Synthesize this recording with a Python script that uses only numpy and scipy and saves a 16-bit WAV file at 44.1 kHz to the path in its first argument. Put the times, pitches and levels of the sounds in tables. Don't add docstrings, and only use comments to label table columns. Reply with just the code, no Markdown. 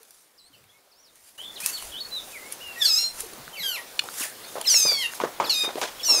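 import sys
import numpy as np
from scipy import signal
from scipy.fft import rfft, irfft, next_fast_len
from scipy.io import wavfile
from scipy.ndimage import uniform_filter1d, map_coordinates

SR = 44100
rng = np.random.default_rng(int(sys.argv[2]) if len(sys.argv) > 2 else 0)


def gain_from_db(level_db):
    decades = np.asarray(level_db, float) / 20
    return 10 ** decades


def bounce(signal):
    frames = np.transpose(np.atleast_2d(signal))
    limited = np.clip(frames, -1, 1)
    pcm = np.round(limited * 32767).astype(np.int16)
    wavfile.write(sys.argv[1], SR, pcm)


N = 273420
TIME = np.arange(N) / SR


def unit(x):
    return x / np.sqrt(np.mean(x ** 2) + 1e-20)


def along(points, hz):
    f, value = np.transpose(points)
    return np.interp(np.log(hz + 1), np.log(f + 1), value)


def curves(tables):
    s, *columns = np.transpose(np.concatenate(tables))
    s = np.maximum.accumulate(s)
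    return [np.interp(TIME, s, column) for column in columns]


def sounding(tables, fade):
    on = np.zeros(N)
    for rows in tables:
        start, end = rows[0][0], rows[-1][0] + fade
        on[int(start * SR):int(end * SR)] = 1
    return uniform_filter1d(on, size=max(1, int(fade * SR)))


def wobble(rate, count=N):
    knots = rng.standard_normal(int(count * rate / SR) + 4)
    return map_coordinates(knots, [np.arange(count) * rate / SR])


def filtered(x, response):
    size = next_fast_len(N + 8192)
    spectrum = rfft(x, size) * response(np.fft.rfftfreq(size, 1 / SR))
    return irfft(spectrum, size)[..., :N]


def rush(spectrum, patchy_db):
    z = signal.stft(rng.standard_normal(N + 512), nperseg=512)[2]
    patches = uniform_filter1d(rng.standard_normal(z.shape), size=6, axis=0)
    patches = unit(uniform_filter1d(patches, size=10, axis=1))
    noise = signal.istft(z * gain_from_db(patchy_db * patches), nperseg=512)[1][:N]
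    return unit(filtered(noise, lambda hz: gain_from_db(along(spectrum, hz))))


def struck(times, peaks_db, t60s, rise):
    env = np.zeros(N + 2 * SR)
    for s, db, t60 in zip(times, peaks_db, t60s):
        t = np.arange(int(abs(t60) * SR) + 1) / SR
        blow = gain_from_db(db - 60 * t / abs(t60)) * (1 - np.exp(-t / rise))
        env[round(s * SR):][:len(t)] += blow
    return env[:N]


def pings(times, peaks_db, pitches_hz, t60, rise):
    out = np.zeros(N + SR)
    t = np.arange(SR // 20) / SR
    for s, db, hz in zip(times, peaks_db, pitches_hz):
        env = gain_from_db(db - 60 * t / t60) * (1 - np.exp(-t / rise))
        out[round(s * SR):][:len(t)] -= env * np.sin(2 * np.pi * hz * t)
    return out[:N]


def swells(rows):
    t = TIME[::32]
    power = 0
    for s, db, grow, die in rows:
        fall = np.where(t < s, (s - t) / abs(grow), (t - s) / abs(die))
        power = power + gain_from_db(2 * db - 138 * fall)
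    return np.interp(TIME, t, np.sqrt(power))


# frequency in Hz, level in dB per Hz.
TRAFFIC_TONE = [(59, -19), (100, -6), (552, 4.5), (1400, 0), (1840, -2.5), (3120, -4), (3770, -3),
                (4860, -4.5), (8060, -8), (10400, -6), (11300, -8), (12300, -7.5), (15500, -7.5)]
# frequency in Hz, level in dB per Hz.
WIND_TONE = [(20, -1.5), (45, 1), (80, -0.5), (130, -17), (250, -31)]
# time in seconds, level in dB.
TRAFFIC_LEVEL = [
    (0, -65.5),
    (1.376, -64.5),
    (1.38, -53.5),
    (1.69, -49),
    (3.73, -49),
    (6.2, -47),
]
# peak time in seconds, level in dB.
GUSTS = [
    (.6, -85),
    (2, -68),
    (2.8, -62),
    (3.36, -60),
    (4.65, -63),
    (6.2, -65),
]
# time in seconds, level in dB, time to die 60 dB in seconds.
HAND_BUMP = (0.512, -51.5, 0.66)


def air():
    gust_s = 1.33
    breeze_db = -19.5
    traffic_db, = curves([TRAFFIC_LEVEL])
    hum = gain_from_db(traffic_db + 4) * gain_from_db(.7 * wobble(6)) * rush(TRAFFIC_TONE, patchy_db=1.7)

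    gusts = swells([(s, db, gust_s, gust_s) for s, db in GUSTS])
    wind_level = gain_from_db(traffic_db + breeze_db) + gusts
    wind = wind_level * unit(gain_from_db(3.5 * wobble(9)) * rush(WIND_TONE, patchy_db=1.5))

    bump_tone = [(40, -28), (90, 2), (140, 2), (300, -17.5)]  # (Hz, dB)
    bump = struck(*np.transpose([HAND_BUMP]), rise=.042) * rush(bump_tone, patchy_db=2)
    return hum + bump + wind


# frequency in Hz, time to die 60 dB in seconds.
ECHO_DECAY = [(500, .26), (3000, .2), (8000, .17), (15000, .12)]


def walls(x):
    hz, t, z = signal.stft(rng.standard_normal(SR // 2), SR, nperseg=256)
    decay = gain_from_db(-60 * t / along(ECHO_DECAY, hz)[:, None])
    tail = signal.istft(z * decay, SR, nperseg=256)[1]
    late = np.pad(x, (260, 0))
    return signal.fftconvolve(late, tail / np.linalg.norm(tail))[:N]


# time in seconds, peak in dB, pitch in Hz, crunch in dB, grit in dB
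STEPS = [(4.037, -33, 840, -3.5, -17), (4.207, -28, 310.5, -8.5, -30), (4.554, -22, 584, -13, -29),
         (4.566, -30, 557.6, -23, -31), (4.581, -26.5, 570, -14, -18), (4.851, -20.5, 520, -10.5, -30),
         (5.2, -16, 990, -9.5, -20), (5.236, -10, 470, -14.5, -33), (5.399, -10, 940, -10, -25.5),
         (5.425, -29, 970, -6.5, -21), (5.636, -27, 380, 0.5, -8.5), (5.677, -23, 387, -16, -34),
         (5.755, -18.5, 400, -12, -22), (5.814, -19.5, 960, -3.5, -6), (6.085, -25.5, 1010, -6, -30),
         (6.123, -24.5, 333, -6.5, -30.5), (6.143, -27.5, 665, -10, -30), (6.173, -26, 590, -12.5, -30),
         (4.741, -30.5, 641, -7.5, -30), (4.916, -27.5, 509, -9.5, -30), (5.697, -34, 800, -10.5, -21),
         (5.783, -34, 700, -11, -20), (6.096, -25.5, 1100, -7.5, -30)]
# frequency in Hz, level in dB per Hz.
GRAVEL_TONE = [(47, -44), (80, -4), (210, -7.5), (407, -1.5), (735, 0.5), (1200, -2.5), (1960, -13),
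               (2500, -17), (3250, -52), (5500, -120)]
# frequency in Hz, level in dB per Hz.
GRIT_TONE = [(880, -65), (1500, -4), (2340, 1), (3370, 4), (4540, -1.5), (6180, -1), (15000, -23)]
# time in seconds, peak in dB, pitch in Hz.
PEBBLES = [
    (1.3867, -44, 1730),
    (3.4789, -30.5, 1503),
    (4.0212, -36, 1190),
    (4.0876, -25, 1360),
    (4.7433, -18.5, 2150),
    (4.9172, -28, 2210),
    (5.136, -30, 1570),
]


def steps():
    s, db, hz, crunch_db, grit_db = np.transpose(STEPS)
    s = s + .001536
    t60 = np.full(len(s), .22)
    knock = pings(s, db + 5, hz, t60=.014, rise=.0004)
    knock = knock + pings(s, db - 5, 2.3 * hz, t60=.008, rise=.0002)

    lumps = gain_from_db(3 * wobble(120))
    crunch = struck(s, db + crunch_db, t60, rise=.0048) * unit(lumps * rush(GRAVEL_TONE, patchy_db=2))
    grit_level = struck(s, db + grit_db - 1.5, 1.3 * t60, rise=.00026)
    grit = grit_level * unit(lumps * rush(GRIT_TONE, patchy_db=0))

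    at, tick_db, tick_hz = np.transpose(PEBBLES)
    ticks = pings(at, tick_db + 7, tick_hz, t60=.0075, rise=.00019)
    ticks = ticks + pings(at, tick_db, 2.73 * tick_hz, t60=.0065, rise=.00035)
    scuffs = filtered(knock + crunch + grit, lambda f: f ** 4 / (f ** 4 + 200 ** 4))
    return scuffs + ticks


# time in seconds, peak in dB.
SHARP_CLICKS = [(5.2007, -21), (5.2368, -22.5), (5.3997, -21), (5.4265, -25), (5.6368, -27), (5.661, -20),
                (5.7562, -21), (5.815, -13), (1.661, -12), (3.9925, -22), (5.8385, -14), (4.852, -30),
                (5.1355, -32), (2.789, -32), (4.674, -30), (4.86, -33)]
# time in seconds, peak in dB, pitch in Hz.
PAW_THUDS = [(3.2, -47, 410), (3.233, -34.5, 453), (3.258, -41, 360), (3.282, -46, 320), (3.322, -44, 410),
             (3.378, -42, 240), (3.397, -42, 130), (3.476, -45, 161), (3.6, -43, 181), (1.63, -45, 191),
             (.5, -56, 280), (4.85, -38, 160), (0.005, -50, 450)]


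def cracks():
    s, db = np.transpose(SHARP_CLICKS)
    clicks = struck(s, db + 4, np.full(len(s), .005), rise=.0001) * rng.standard_normal(N)
    click_tone = [(400, -19), (1500, 4), (4000, -2), (12000, -14)]  # (Hz, dB)
    clicks = filtered(clicks, lambda f: gain_from_db(along(click_tone, f)))
    at, thud_db, hz = np.transpose(PAW_THUDS)
    return clicks + pings(at, thud_db + 4.5, hz, t60=.072, rise=.0047)


# frequency in Hz, level in dB per Hz.
LEAF_TONE = [(500, -7), (1500, -11), (3500, -12), (6000, -7.5), (8300, -7), (9500, -5.5), (12000, -9),
             (15500, -15)]
# loudest time in seconds, level in dB, # seconds to grow 69 dB,
# seconds to die 69 dB (signs are ignored).
BRUSHES = [(.12, -50, 4, 1.5), (.22, -50, 2, 0.5), (.7, -56, .15, -1.5), (1.17, -49, 0.8, 2),
           (1.27, -40.5, 0.25, 0.47), (1.39, -67, -4, 1), (1.602, -40, 0, 1), (1.662, -33.5, -0.27, 0.73),
           (1.86, -43.5, 0.8, .5), (2.28, -48, 2, 2.5), (2.53, -40, -0.13, 0.1), (3.15, -51, 2, 0),
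           (3.21, -40, -0.55, 0.4), (3.7, -54, 5, -2), (4.05, -50, 1.5, 3), (4.22, -29.5, .5, 0.29),
           (4.5, -49, 0.5, 5), (5.16, -41.5, -0.4, 0.2), (5.818, -43.5, 0.5, 0.4)]
# time in seconds, brushing level before it in dB.
GAIN_JUMP = (1.378, -12)
# time in seconds, peak in dB, dull part in dB relative to the peak.
SNAPS = [(0.0306, -37, -28), (0.107, -39.5, -14), (0.64, -52, -2), (1.156, -43, -15), (1.268, -53, -12),
         (1.59, -42, -16), (1.603, -26, -25), (1.6105, -30, -25), (1.616, -31, -25), (1.6608, -10, -18),
         (1.673, -26, -25), (1.691, -26, -12), (1.697, -28, -25), (5.777, -40, -20), (4.2, -30, -20),
         (1.824, -31.5, -0.5), (2.252, -39, -14), (2.5235, -23.5, -29), (2.6758, -36, -19),
         (3.2049, -18.5, -22), (3.334, -36, 0), (3.993, -20, 7), (4.0382, -30, -24), (4.6128, -20, -6.5),
         (4.6255, -40, 8), (3.945, -47, -20)]
# frequency in Hz, level in dB.
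STEM_TONES = [(1300, -20), (1940, -18), (2500, 2.5), (2900, 4), (3500, 0), (4344, 1), (5100, -16),
              (6000, -11), (7300, -11.5)]
# time in seconds, level in dB.
STEM_BREAK = (3.9915, -6)


def leaves():
    crackle = gain_from_db(1.8 * wobble(150) + .7 * wobble(30))
    jump_s, before_db = GAIN_JUMP
    brush_level = gain_from_db(3.5 + before_db * (TIME < jump_s)) * swells(BRUSHES)
    brush = brush_level * unit(crackle * rush(LEAF_TONE, patchy_db=2.2))

    s, db, dull_db = np.transpose(SNAPS)
    t60 = np.full(len(s), .017)
    bright_tone = [(2500, -7), (5000, 0), (11000, 7.5), (15500, -7)]  # (Hz, dB)
    dull_tone = [(600, -20), (1400, .5), (2600, -2), (4500, -4), (8000, -48)]
    bright = struck(s, db - .5, t60, rise=.00028) * rush(bright_tone, patchy_db=4.5)
    dull = struck(s, db + dull_db, t60, rise=.000096) * rush(dull_tone, patchy_db=6)

    at, break_db = STEM_BREAK
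    stem = sum(pings([at], [break_db + level], [hz], t60=.017, rise=.003) for hz, level in STEM_TONES)
    return filtered(brush + bright + dull + stem, lambda f: f ** 4 / (f ** 4 + 900 ** 4))


def slurs(rows):
    onset_db, fade_db, peak_at = -8, -6.5, .39
    legato_s = .004
    ease = .6
    s, length, *_ = np.transpose(rows)
    gaps = s[1:] - (s + length)[:-1]
    apart = np.r_[True, gaps > legato_s, True]
    u = np.linspace(0, 1, 9)
    glide = (1 - ease) * u + ease * np.sin(np.pi / 2 * u) ** 2
    notes = []
    for (at, long, low, high, db), first, last in zip(rows, apart, apart[1:]):
        swell_db = np.interp(u, [0, peak_at, 1], [onset_db * first, 0, fade_db * last])
        notes.append(np.c_[at + long * u, low + (high - low) * glide, db + swell_db])
    return notes


def whistle(notes, octave_db, bend=1, stroke=1):
    pitch, level_db = curves(notes)
    phase = 2 * np.pi * np.cumsum(pitch * bend) / SR
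    gain = gain_from_db(level_db + 1.5 * wobble(70)) * stroke * sounding(notes, fade=.0011)
    return np.sqrt(2) * gain * (np.sin(phase) + gain_from_db(octave_db) * np.sin(2 * phase))


# start in seconds, length in seconds, from Hz, to Hz, level in dB.
FAR_SONG = [
    (.378, .023, 5400, 4040, -53.5),
    (.401, 0.034, 4013, 3930, -58),
    (.43, .055, 3970, 4450, -58),
    (.53, 0.029, 3170, 2624, -53),
    (.69, 0.024, 3230, 3540, -57),
    (.72, 0.065, 2120, 2230, -63),
    (.91, 0.022, 5620, 4230, -60),
    (.93, .045, 4200, 5430, -63),
    (.975, 0.044, 5350, 6000, -59.5),
    (1.025, 0.073, 5980, 3570, -57),
]
# start in seconds, length in seconds, from Hz, to Hz, level in dB.
NEAR_SONG = [(1.38, 0.046, 2870, 3330, -38.5), (1.431, 0.015, 3720, 3069, -42),
             (1.446, 0.072, 3490, 3500, -40), (1.557, 0.027, 4374, 2815, -38),
             (1.621, 0.025, 2358, 2613, -39.5), (1.645, 0.049, 2610, 2640, -41),
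             (1.726, 0.034, 4560, 4380, -34.5), (1.763, 0.02, 4380, 3011, -41),
             (1.779, .047, 3011, 2770, -48), (1.917, 0.0075, 2983, 3437, -40.5),
             (1.924, .015, 3454, 2940, -40), (1.939, 0.066, 2925, 3930, -38.5),
             (2.004, 0.032, 4435, 4330, -33), (2.043, .026, 4400, 4380, -41),
             (2.111, 0.044, 4025, 4000, -34), (2.154, 0.048, 3970, 3490, -33),
             (2.328, .056, 2580, 1960, -41), (2.394, 0.072, 1959, 2195, -49),
             (2.455, 0.076, 2195, 2276, -51.5), (2.604, 0.027, 2730, 3010, -43),
             (2.622, .14, 2877, 2671, -40.5), (4.211, 0.038, 3064, 1700, -32),
             (4.436, 0.018, 4091, 4600, -41.5), (4.46, 0.043, 3720, 3620, -47.5)]
# time in seconds, pitch in Hz, level in dB.
ANSWER = [
    [(.535, 4060, -59), (.556, 4770, -60.5)],
    [(1.235, 7350, -62), (1.25, 7500, -68)],
]
# start and end in seconds, strokes per second, pitch swing as a share.
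TRILL = (1.45, 1.553, 45, .05)


def birds():
    start, end, rate, swing = TRILL
    beat = ((TIME - start) * rate) % 1
    trilling = (TIME > start) & (TIME < end)
    bend = 1 + trilling * swing * (1 - 2 * beat)
    stroke = np.where(trilling, np.sin(np.pi * beat) * 1.38, 1)
    octave_db = np.where((TIME > .4) & (TIME < .5), -3, -30)
    song = whistle(slurs(FAR_SONG + NEAR_SONG), octave_db, bend, stroke)
    return song + whistle(ANSWER, -30)


# time in seconds, pitch in Hz.
WAIL_PITCH = [
    [(2.76, 1866), (2.792, 1934), (2.85, 1605), (2.87, 1380), (2.92, 1267), (2.95, 1265), (2.982, 1315),
     (2.985, 1395), (3.11, 1380)],
    [(3.634, 1654), (3.687, 1555), (3.752, 1355), (3.783, 960), (3.819, 940)],
    [(4.675, 1760), (4.71, 1490), (4.772, 1289), (4.846, 1231), (4.864, 1252), (4.9, 1170), (5.006, 1075),
     (5.05, 921), (5.084, 922)],
    [(5.497, 1500), (5.521, 1347), (5.551, 1242), (5.679, 1227)],
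    [(6.048, 1520), (6.091, 1381), (6.197, 1227)],
]
# time in seconds, pitch in Hz.
SQUEAK_PITCH = [
    [(3.53, 3130), (3.552, 3000), (3.558, 2750), (3.569, 2600), (3.572, 2320), (3.597, 2170), (3.603, 2050),
     (3.632, 1900)],
    [(4.638, 3250), (4.65, 2900), (4.654, 2500), (4.656, 2130), (4.673, 1920)],
    [(5.405, 3480), (5.424, 3330), (5.436, 3350), (5.44, 2700), (5.458, 2040), (5.473, 1720), (5.495, 1690)],
    [(5.994, 3373), (6.009, 3350), (6.012, 2550), (6.03, 1960), (6.033, 1850), (6.046, 1740)],
]


def folds():
    pitch, = curves(sorted(WAIL_PITCH + SQUEAK_PITCH))
    return uniform_filter1d(pitch, size=int(.002 * SR))


# time in seconds, level in dB, mouth resonance in Hz.
EFFORT = [
    [(2.76, -44, 1920), (2.81, -29.5, 3200), (2.822, -14, 3630), (2.842, -24.5, 4000), (2.858, -10.5, 4500),
     (2.872, -21, 4420), (2.96, -18.5, 4840), (3.03, -21, 4300), (3.11, -39, 4190)],
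    [(3.53, -40.5, 2640), (3.62, -26.5, 3820), (3.636, -23.5, 3480), (3.75, -31.5, 3160),
     (3.796, -34.5, 2100), (3.82, -61, 2040)],
    [(4.64, -30.5, 4160), (4.657, -24.5, 4200), (4.706, -14.5, 5640), (4.78, -16, 6100), (4.862, -20, 5500),
     (4.882, -15, 4780), (4.97, -26, 3860), (5.062, -25, 2920), (5.085, -51, 2820)],
    [(5.405, -46, 3000), (5.456, -26, 4290), (5.494, -34.5, 4000), (5.497, -15, 4500), (5.51, -13, 4300),
     (5.522, -24.5, 4330), (5.6, -23, 3960), (5.652, -20, 3660), (5.662, -44, 3660)],
    [(5.996, -25, 3500), (6.012, -31, 4800), (6.031, -36, 4000), (6.034, -26, 5400), (6.048, -24.5, 5500),
     (6.094, -15.5, 5600), (6.12, -16.5, 5550), (6.2, -21.5, 5500)],
]
# overtones above the mouth resonance at the start in dB, the same at the
# end in dB, fundamental in dB, octave in dB.
COLOUR = [
    (2, -0.5, 1, 0.5),
    (0, -11.5, -2, -0.5),
    (4.5, -10, -2.5, 4),
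    (-5, -1, -0.5, 7),
    (-5.5, -2, -6, 6),
]


def mouth_shape():
    open_db_per_octave = 25
    focus_top_db, focus_low_db = -.88, -.5
    level_db, mouth = curves(EFFORT)
    colours = []
    for rows, (first, last, *lows) in zip(EFFORT, COLOUR):
        colours.append([(rows[0][0], first, *lows), (rows[-1][0], last, *lows)])
    top_db, low_db, octave_db = curves(colours)
    push_db = np.clip(level_db, -34, 0) + 22
    top_db = top_db + open_db_per_octave * np.log2(mouth / 4500) + focus_top_db * push_db
    return [level_db, mouth, top_db, low_db + focus_low_db * push_db, octave_db]


# frequency in Hz, level in dB.
THROAT = [(900, -18.5), (1400, -11.5), (2200, -2.5), (3000, -8), (3600, -0.5), (4500, 3.5), (5400, 5),
          (7000, 0), (8000, 1), (10700, -14), (12900, -10.5), (15500, -12)]
# delay in seconds, share returned.
STONE = (0.001132, 0.087)


def frog():
    shrill_hz, shrill_sag = 11500, .14
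    gate = sounding(EFFORT, fade=.004)
    live = gate > 0
    pitch, *shape = (curve[live] for curve in [folds()] + mouth_shape())
    level_db, mouth, top_db, low_db, octave_db = uniform_filter1d(shape, size=SR // 600, axis=1)
    count = len(pitch)

    tight = np.clip(np.log(pitch / 1750) / .25, 0, 1)
    pitch = pitch * (1 + .004 * wobble(60, count) + .0055 * wobble(400, count))
    phase = 2 * np.pi * np.cumsum(pitch) / SR
    slack = np.clip(np.log(1150 / pitch) / .2, 0, 1)
    flutter = .11 * wobble(500, count)
    thin = np.clip(np.log(pitch / 2300) / .1, 0, 1)

    tone, power = 0, 0
    for k in range(1, 18):
        hz = k * pitch
        off = np.log(hz / mouth)
        cavity_off = np.log(hz / shrill_hz) - shrill_sag * np.log(pitch / 1500)
        shrill = np.exp(-(cavity_off / .13) ** 2)
        gain_db = along(THROAT, hz) + 14 * np.exp(-(off / .19) ** 2)
        gain_db = gain_db + top_db * np.clip(off / .55, 0, 1) * (1 - shrill)
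        gain_db = gain_db + (8 - 4 * slack) * shrill
        if k == 1:
            gain_db = gain_db + low_db + 8.5 * tight
        elif k == 2:
            gain_db = gain_db + octave_db - 12 * thin
        else:
            gain_db = gain_db - 6 * thin + 2.37 * tight * (k - 2) * (.5 + shrill)
        gain_db = gain_db - 12 * tight ** 2 * np.clip(np.log(hz / 4800) / .29, 0, 1) * (1 - shrill)
        gain = gain_from_db(gain_db) * (hz < SR / 2.6)
        unsteady = gain_from_db((.7 + 2.5 * tight + .35 * k) * wobble(60, count))
        tone = tone + gain * unsteady * np.cos(k * phase + k * k + k * slack * flutter)
        power = power + gain ** 2 / 2

    breath = rush(THROAT, patchy_db=3)[live] * (1 + .7 * np.cos(phase))
    voice = np.zeros(N)
    voice[live] = gain_from_db(level_db - 2.5 - 5 * tight) * (tone / np.sqrt(power) + gain_from_db(-16) * breath)
    delay, share = STONE
    return filtered(voice * gate, lambda hz: 1 + share * np.exp(-2j * np.pi * hz * delay))


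def scene():
    voice, song = frog(), birds()
    ground = leaves() + steps() + cracks()
    echo = walls(gain_from_db(-6.5) * voice + gain_from_db(-5.5) * song + gain_from_db(-19) * ground)
    return (voice + .95 * song + ground + echo + air())[None]


def top_cut(x):
    return signal.sosfilt(signal.butter(12, 16460, fs=SR, output="sos"), x)


def record(dry):
    def microphone(hz):
        dip_db = -8 * np.exp(-((hz - 7950) / 90) ** 2)
        limit_db = -60 * np.clip((hz - 15680) / 260, 0, 2)
        return gain_from_db(dip_db + limit_db)

    return top_cut(filtered(dry, microphone))


dry = scene()
out = record(dry)
bounce(out)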